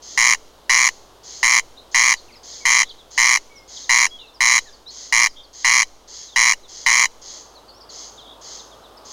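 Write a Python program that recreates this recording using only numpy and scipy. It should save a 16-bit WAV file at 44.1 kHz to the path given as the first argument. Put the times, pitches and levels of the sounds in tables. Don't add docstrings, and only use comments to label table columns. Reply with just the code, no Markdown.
import sys
import numpy as np
from scipy import signal
from scipy.io import wavfile
from scipy.ndimage import uniform_filter1d

SR = 44100
rng = np.random.default_rng(int(sys.argv[2]) if len(sys.argv) > 2 else 0)


def to_wav(s):
    ch = np.atleast_2d(s).T
    pcm = np.round(np.clip(ch, -1, 1) * 32767)
    wavfile.write(sys.argv[1], SR, pcm.astype(np.int16))


N = 402191


def amp(db):
    return 10 ** (np.asarray(db) / 20)


def evened(x):
    return x / np.sqrt(np.mean(x ** 2) + 1e-20)


def add(mix, start_s, sound):
    part = mix[max(round(start_s * SR), 0):][:len(sound)]
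    part += sound[:len(part)]


def colour(x, points, size=2048):
    points_hz, points_db = np.transpose(points)
    grid_hz = abs(np.fft.fftfreq(size, 1 / SR))
    outline_db = np.interp(np.log(grid_hz + 1), np.log(points_hz), points_db)
    log_gain = np.log(amp(outline_db))
    taps = np.fft.ifft(np.exp(np.conj(signal.hilbert(log_gain)))).real
    return signal.oaconvolve(x, taps)[:len(x)]


def echoes(first_s, t60, length_s):
    t = np.arange(int(length_s * SR)) / SR
    fade = amp(-60 * t / t60)
    onset = np.clip((t - first_s) * SR / 10, 0, 1)
    taps = rng.standard_normal(len(t)) * fade * onset
    return taps / np.linalg.norm(taps)


def haze(lift_db=3, side_db=-26, hum_hz=50, hum_db=-60.5):
    # pitch_hz [Hz], relative level_db [dB per Hz]
    wash_tone = [(25, -15), (50, -8.5), (76, -10), (102, -7.5), (175, -13), (260, -7), (450, -3), (677, -6),
                 (1020, -7), (2280, -24), (3200, -15), (4610, -18.5), (7500, -26.5), (16000, -32.5)]
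    # time_s [s], level_db [dB]
    wash_loudness = [(0, -53.5), (1.3, -53), (2, -53), (3.2, -54), (5.7, -56.5), (9.12, -52)]
    # pitch_hz [Hz], relative level_db [dB per Hz]
    rush_tone = [(150, -19.5), (400, -9.5), (600, -3.5), (1250, -5.5), (1900, -25.5), (5000, -31),
                 (15000, -49)]
    # time_s [s], level_db [dB]
    rush_loudness = [(0, -69), (6.9, -63), (7.4, -53.5), (8.4, -50.5), (9.12, -50)]

    t = np.arange(N) / SR
    mid = evened(colour(rng.standard_normal(N), wash_tone, size=8192))
    side = evened(colour(rng.standard_normal(N), wash_tone, size=8192))
    wash = mid + amp(side_db) * np.array([side, -side])
    wash = wash * amp(lift_db + np.interp(t, *np.transpose(wash_loudness)))

    rush = evened(colour(rng.standard_normal(N), rush_tone))
    rush = rush * amp(np.interp(t, *np.transpose(rush_loudness)))
    hum = amp(hum_db) * evened(np.sin(2 * np.pi * hum_hz * t))
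    return wash + rush + hum


def pulse_times(count, rate, drag_s, phase=.86):
    limp = .401
    k = np.arange(round(count))
    sway_s = .0012 * np.minimum(k / 7, 1) ** 2 * np.sin(2 * np.pi * (limp * k + phase))
    hurry_s = .0026 * k / 2.2 * np.exp(1 - k / 2.2 - (k / 8) ** 2)
    return k / rate + sway_s - hurry_s + drag_s * np.exp(k - k[-1])


def rival(rate=118, call_s=.205, call_db=-40, swell_s=0.095, start_db=-7, direct=0.31, tail_db=-5):
    call_starts = [.02, 0.698, 1.234, 1.914, 2.431, 3.107, 3.678, 4.408, 4.903, 5.531, 6.077, 6.682, 7.215,
                   7.896, 8.413, 9.049]
    # pitch_hz [Hz], relative level_db [dB per Hz]
    far_tone = [(1000, -39.5), (2000, -18), (2600, -30.5), (3300, -11.5), (3700, -17), (4200, -7.5),
                (5200, -6.5), (5700, -11.5), (6400, -0.5), (6900, -8), (7500, -19), (8300, -34.5),
                (12000, -49)]

    out = np.zeros(N)
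    for start_s in call_starts:
        call = np.zeros(SR // 2)
        for at_s in pulse_times(call_s * rate, rate, drag_s=0.0044, phase=rng.random()):
            effort_db = start_db * ((at_s - swell_s) / swell_s) ** 2
            burst = direct * echoes(first_s=0, t60=0.0052, length_s=1 / 20)
            burst += echoes(first_s=0.0028, t60=0.074, length_s=1 / 20)
            add(call, at_s, amp(effort_db) * burst)
        energy = np.sum(colour(call, far_tone) ** 2)
        add(out, start_s, amp(call_db) * call * np.sqrt(call_s * SR / energy))
    tail = signal.fftconvolve(out, echoes(first_s=0.0044, t60=0.65, length_s=1))[:N]
    return colour(out + amp(tail_db) * tail, far_tone)


def pulse(force, tension, syrinx_hz=915, glide_hz=290, swing_s=0.005, fullness=0.94, snap_hz=6100,
          snap_s=0.001, snap_width_s=0.00023, ping_hz=9800, ping_db=-17, rough_db=-27):
    # pitch_hz [Hz], level_db [dB]
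    throat_tone = [(700, -15.5), (1050, -11.5), (1450, -12), (2080, 1.5), (2500, -10), (3100, -16),
                   (3600, -40), (4050, -14), (5000, -12), (6500, -23), (7600, -25.5), (10000, -27),
                   (14000, -55.5)]

    t = np.arange(320) / SR
    pitch, size, snap_pitch, snap_size, snap_phase = rng.standard_normal(5)
    age = np.minimum(t / swing_s, 1)
    hz = tension * (syrinx_hz + glide_hz * age) * (1 + .015 * pitch)
    wobble = 0.011 * evened(uniform_filter1d(rng.standard_normal(len(t)), 25))
    turns = np.cumsum(hz) / SR + wobble

    swings = np.zeros(len(t))
    for harmonic in range(1, 14):
        level_db = np.interp(harmonic * hz, *np.transpose(throat_tone))
        swings += amp(level_db) * np.cos(2 * np.pi * harmonic * turns)
    swings += amp(rough_db) * rng.standard_normal(len(t))
    swings *= abs(np.sin(np.pi * age)) ** fullness

    snap = np.cos(2 * np.pi * snap_hz * (1 + .025 * snap_pitch) * t + snap_phase)
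    snap += amp(ping_db) * np.sin(2 * np.pi * ping_hz * t)
    snap *= np.exp(-((t - snap_s) / snap_width_s) ** 2 / 2)
    return swings * amp(size / 2) + force * snap * amp(snap_size)


def rasp(bush, count, rate, drag_s, rasp_db=-13.5, leaves_db=-9.5, snap_db=2, spent_db=-7, slack=0.16,
         rise=0.081, turn=0.71, low_cut_hz=730, high_cut_hz=11000):
    # pitch_hz [Hz], relative level_db [dB]
    leaf_tone = [(400, -21.5), (1000, 2.5), (1500, -11.5), (2050, -1.5), (2600, -0.5), (3120, 13),
                 (3600, -12.5), (3950, 15), (4400, -2), (6500, 6.5), (7600, 8), (10000, 4), (15000, 16)]

    voice = np.zeros(SR // 3)
    times = pulse_times(count, rate, drag_s)
    for k, at_s in enumerate(times):
        spent = drag_s * rate * (k == len(times) - 1)
        tension = 1.015 - rise * np.exp(-k / 5) - slack * spent
        force = amp(snap_db) * min((k + 1) / 3, 1)
        add(voice, at_s, amp(spent_db * spent) * pulse(force, tension))
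    voice = signal.sosfilt(signal.butter(4, low_cut_hz, "highpass", fs=SR, output="sos"), voice)
    voice = signal.sosfilt(signal.butter(2, high_cut_hz, fs=SR, output="sos"), voice)

    leaves = bush + turn * echoes(first_s=0.0015, t60=0.049, length_s=1 / 10)
    scatter = signal.fftconvolve(voice, leaves / np.linalg.norm(leaves))[:len(voice)]
    voice = voice + amp(leaves_db) * colour(scatter, leaf_tone)
    return amp(rasp_db) * voice * np.sqrt(times[-1] * SR / np.sum(voice ** 2))


def corncrake(thicket_db=-21, echo_db=-31):
    # start_s [s], pulse count, rate [pulses per s], delay of last pulse [s]
    near_rasps = [(0.175, 21, 122.2, 0.0082), (0.6946, 24, 122.9, 0.0046), (1.429, 21, 122.9, 0.0034),
                  (1.9447, 24, 122.5, 0.0044), (2.6526, 22, 122.1, 0.0043), (3.1769, 24, 122.3, 0.0056),
                  (3.8931, 21, 121.2, 0.0075), (4.4052, 23, 123.0, 0.0035), (5.124, 18, 120.2, 0.0041),
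                  (5.6449, 23, 122.4, 0.0044), (6.3599, 21, 120.6, 0.0078), (6.8619, 24, 121.9, 0.0033)]
    # pitch_hz [Hz], relative level_db [dB]
    echo_tone = [(300, -30.5), (2000, -17), (3200, -4), (4500, 0), (6500, -4.5), (8000, -1), (15000, -14)]

    out = np.zeros(N)
    bush = echoes(first_s=0.0001, t60=0.03, length_s=1 / 10)
    for start_s, count, rate, drag_s in near_rasps:
        add(out, start_s, rasp(bush, count, rate, drag_s))
    space = amp(thicket_db) * echoes(first_s=0.0023, t60=0.028, length_s=1)
    space += amp(echo_db) * echoes(first_s=0.021, t60=1.0, length_s=1)
    return out + colour(signal.fftconvolve(out, space)[:N], echo_tone)


def whistle(length_s, first_hz, last_hz, level_db, trill=False):
    settle = 1.5
    trill_hz, trill_depth_hz, trill_throb_db = 61.9, 260, 2.5
    t = np.arange(int(length_s * SR)) / SR
    unevenness = .5 * evened(uniform_filter1d(rng.standard_normal(len(t)), 600))
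    beat = 2 * np.pi * trill_hz * t + unevenness
    hz = last_hz + (first_hz - last_hz) * (1 - t / length_s) ** settle
    hz = hz + trill * trill_depth_hz * np.sin(beat)
    shape = signal.windows.tukey(len(t), .5) * amp(trill * trill_throb_db * np.cos(beat))
    return amp(level_db) * evened(np.sin(2 * np.pi * np.cumsum(hz) / SR) * shape)


def songbird(direct_db=-1.5, wet_db=-7, pitch_spread=0.24, length_spread=0.21, spread_db=2):
    # start_s [s], length_s [s], first_hz [Hz], last_hz [Hz], relative level_db [dB]
    clear_slurs = [(2.16, .051, 5040, 4070, -46), (2.277, .047, 3040, 1990, -54.5),
                   (2.336, 0.03, 3050, 1850, -54), (2.351, 0.034, 5700, 4640, -48.5),
                   (2.6, 0.055, 2320, 2150, -50), (2.888, 0.033, 5210, 3000, -38.5),
                   (3.473, 0.19, 2330, 2110, -55), (3.766, 0.015, 4240, 3140, -36),
                   (3.837, 0.015, 4480, 3450, -41.5), (4.1, 0.077, 3300, 3330, -42),
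                   (4.16, 0.12, 3350, 2570, -51), (4.649, 0.058, 1990, 1616, -53),
                   (4.857, 0.063, 3580, 4500, -39), (7.729, .07, 4950, 5750, -54),
                   (7.803, 0.0246, 5460, 4380, -47), (7.889, 0.023, 4970, 3980, -41),
                   (8.173, 0.036, 4030, 3100, -43.5), (8.583, 0.03, 4535, 3435, -43),
                   (8.97, 0.018, 5660, 4520, -46.5)]
    # start_s [s], length_s [s], pitch_hz [Hz], relative level_db [dB]
    clear_trills = [(1.766, 0.042, 3910, -44.5), (2.838, .08, 3560, -50), (4.183, 0.05, 3730, -42.5),
                    (5.353, 0.073, 3450, -44), (7.679, 0.036, 4510, -45.5), (8.265, 0.086, 3550, -45)]
    # start_s [s], end_s [s]
    twitter_spans = [(2.1, 6.7), (7.599, 9.1)]
    notes_per_s, note_hz, note_s, note_db, fall = 5.6, 4920, .04, -49.5, 0.21

    out = np.zeros(N)
    for start_s, length_s, first_hz, last_hz, level_db in clear_slurs:
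        add(out, start_s, whistle(length_s, first_hz, last_hz, level_db))
    for start_s, length_s, pitch_hz, level_db in clear_trills:
        add(out, start_s, whistle(length_s, pitch_hz, pitch_hz, level_db, trill=True))
    for phrase_s, end_s in twitter_spans:
        for k, (late, pitch, length, size) in enumerate(rng.uniform(-1, 1, (60, 4))):
            start_s = phrase_s + (k + late / 2) / notes_per_s
            first_hz = note_hz * np.exp(pitch_spread * pitch)
            length_s = note_s * np.exp(length_spread * length)
            if start_s < end_s:
                note = whistle(length_s, first_hz, first_hz * (1 - fall), note_db + spread_db * size)
                add(out, start_s, note)
    wet = signal.fftconvolve(out, echoes(first_s=.003, t60=0.33, length_s=.5))[:N]
    return amp(direct_db) * out + amp(wet_db) * wet


def scene():
    return haze() + rival() + corncrake() + songbird()


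def record(dry, ceiling=1.0, edge_hz=16000):
    # pitch_hz [Hz], level_db [dB]
    thud_tone = [(2, -27.5), (6, -3), (25, -13.5), (60, -31), (120, -33.5), (230, -19.5), (400, -27.5),
                 (1500, -85)]

    thud = colour(dry.mean(0) ** 2, thud_tone, size=32768)
    rounded = dry / (1 + (dry / ceiling) ** 8) ** (1 / 8)
    band_limit = signal.firwin(511, edge_hz, window=("kaiser", 9), fs=SR)
    return signal.oaconvolve(rounded + thud, band_limit[None], "same")


dry = scene()
out = record(dry)
to_wav(out)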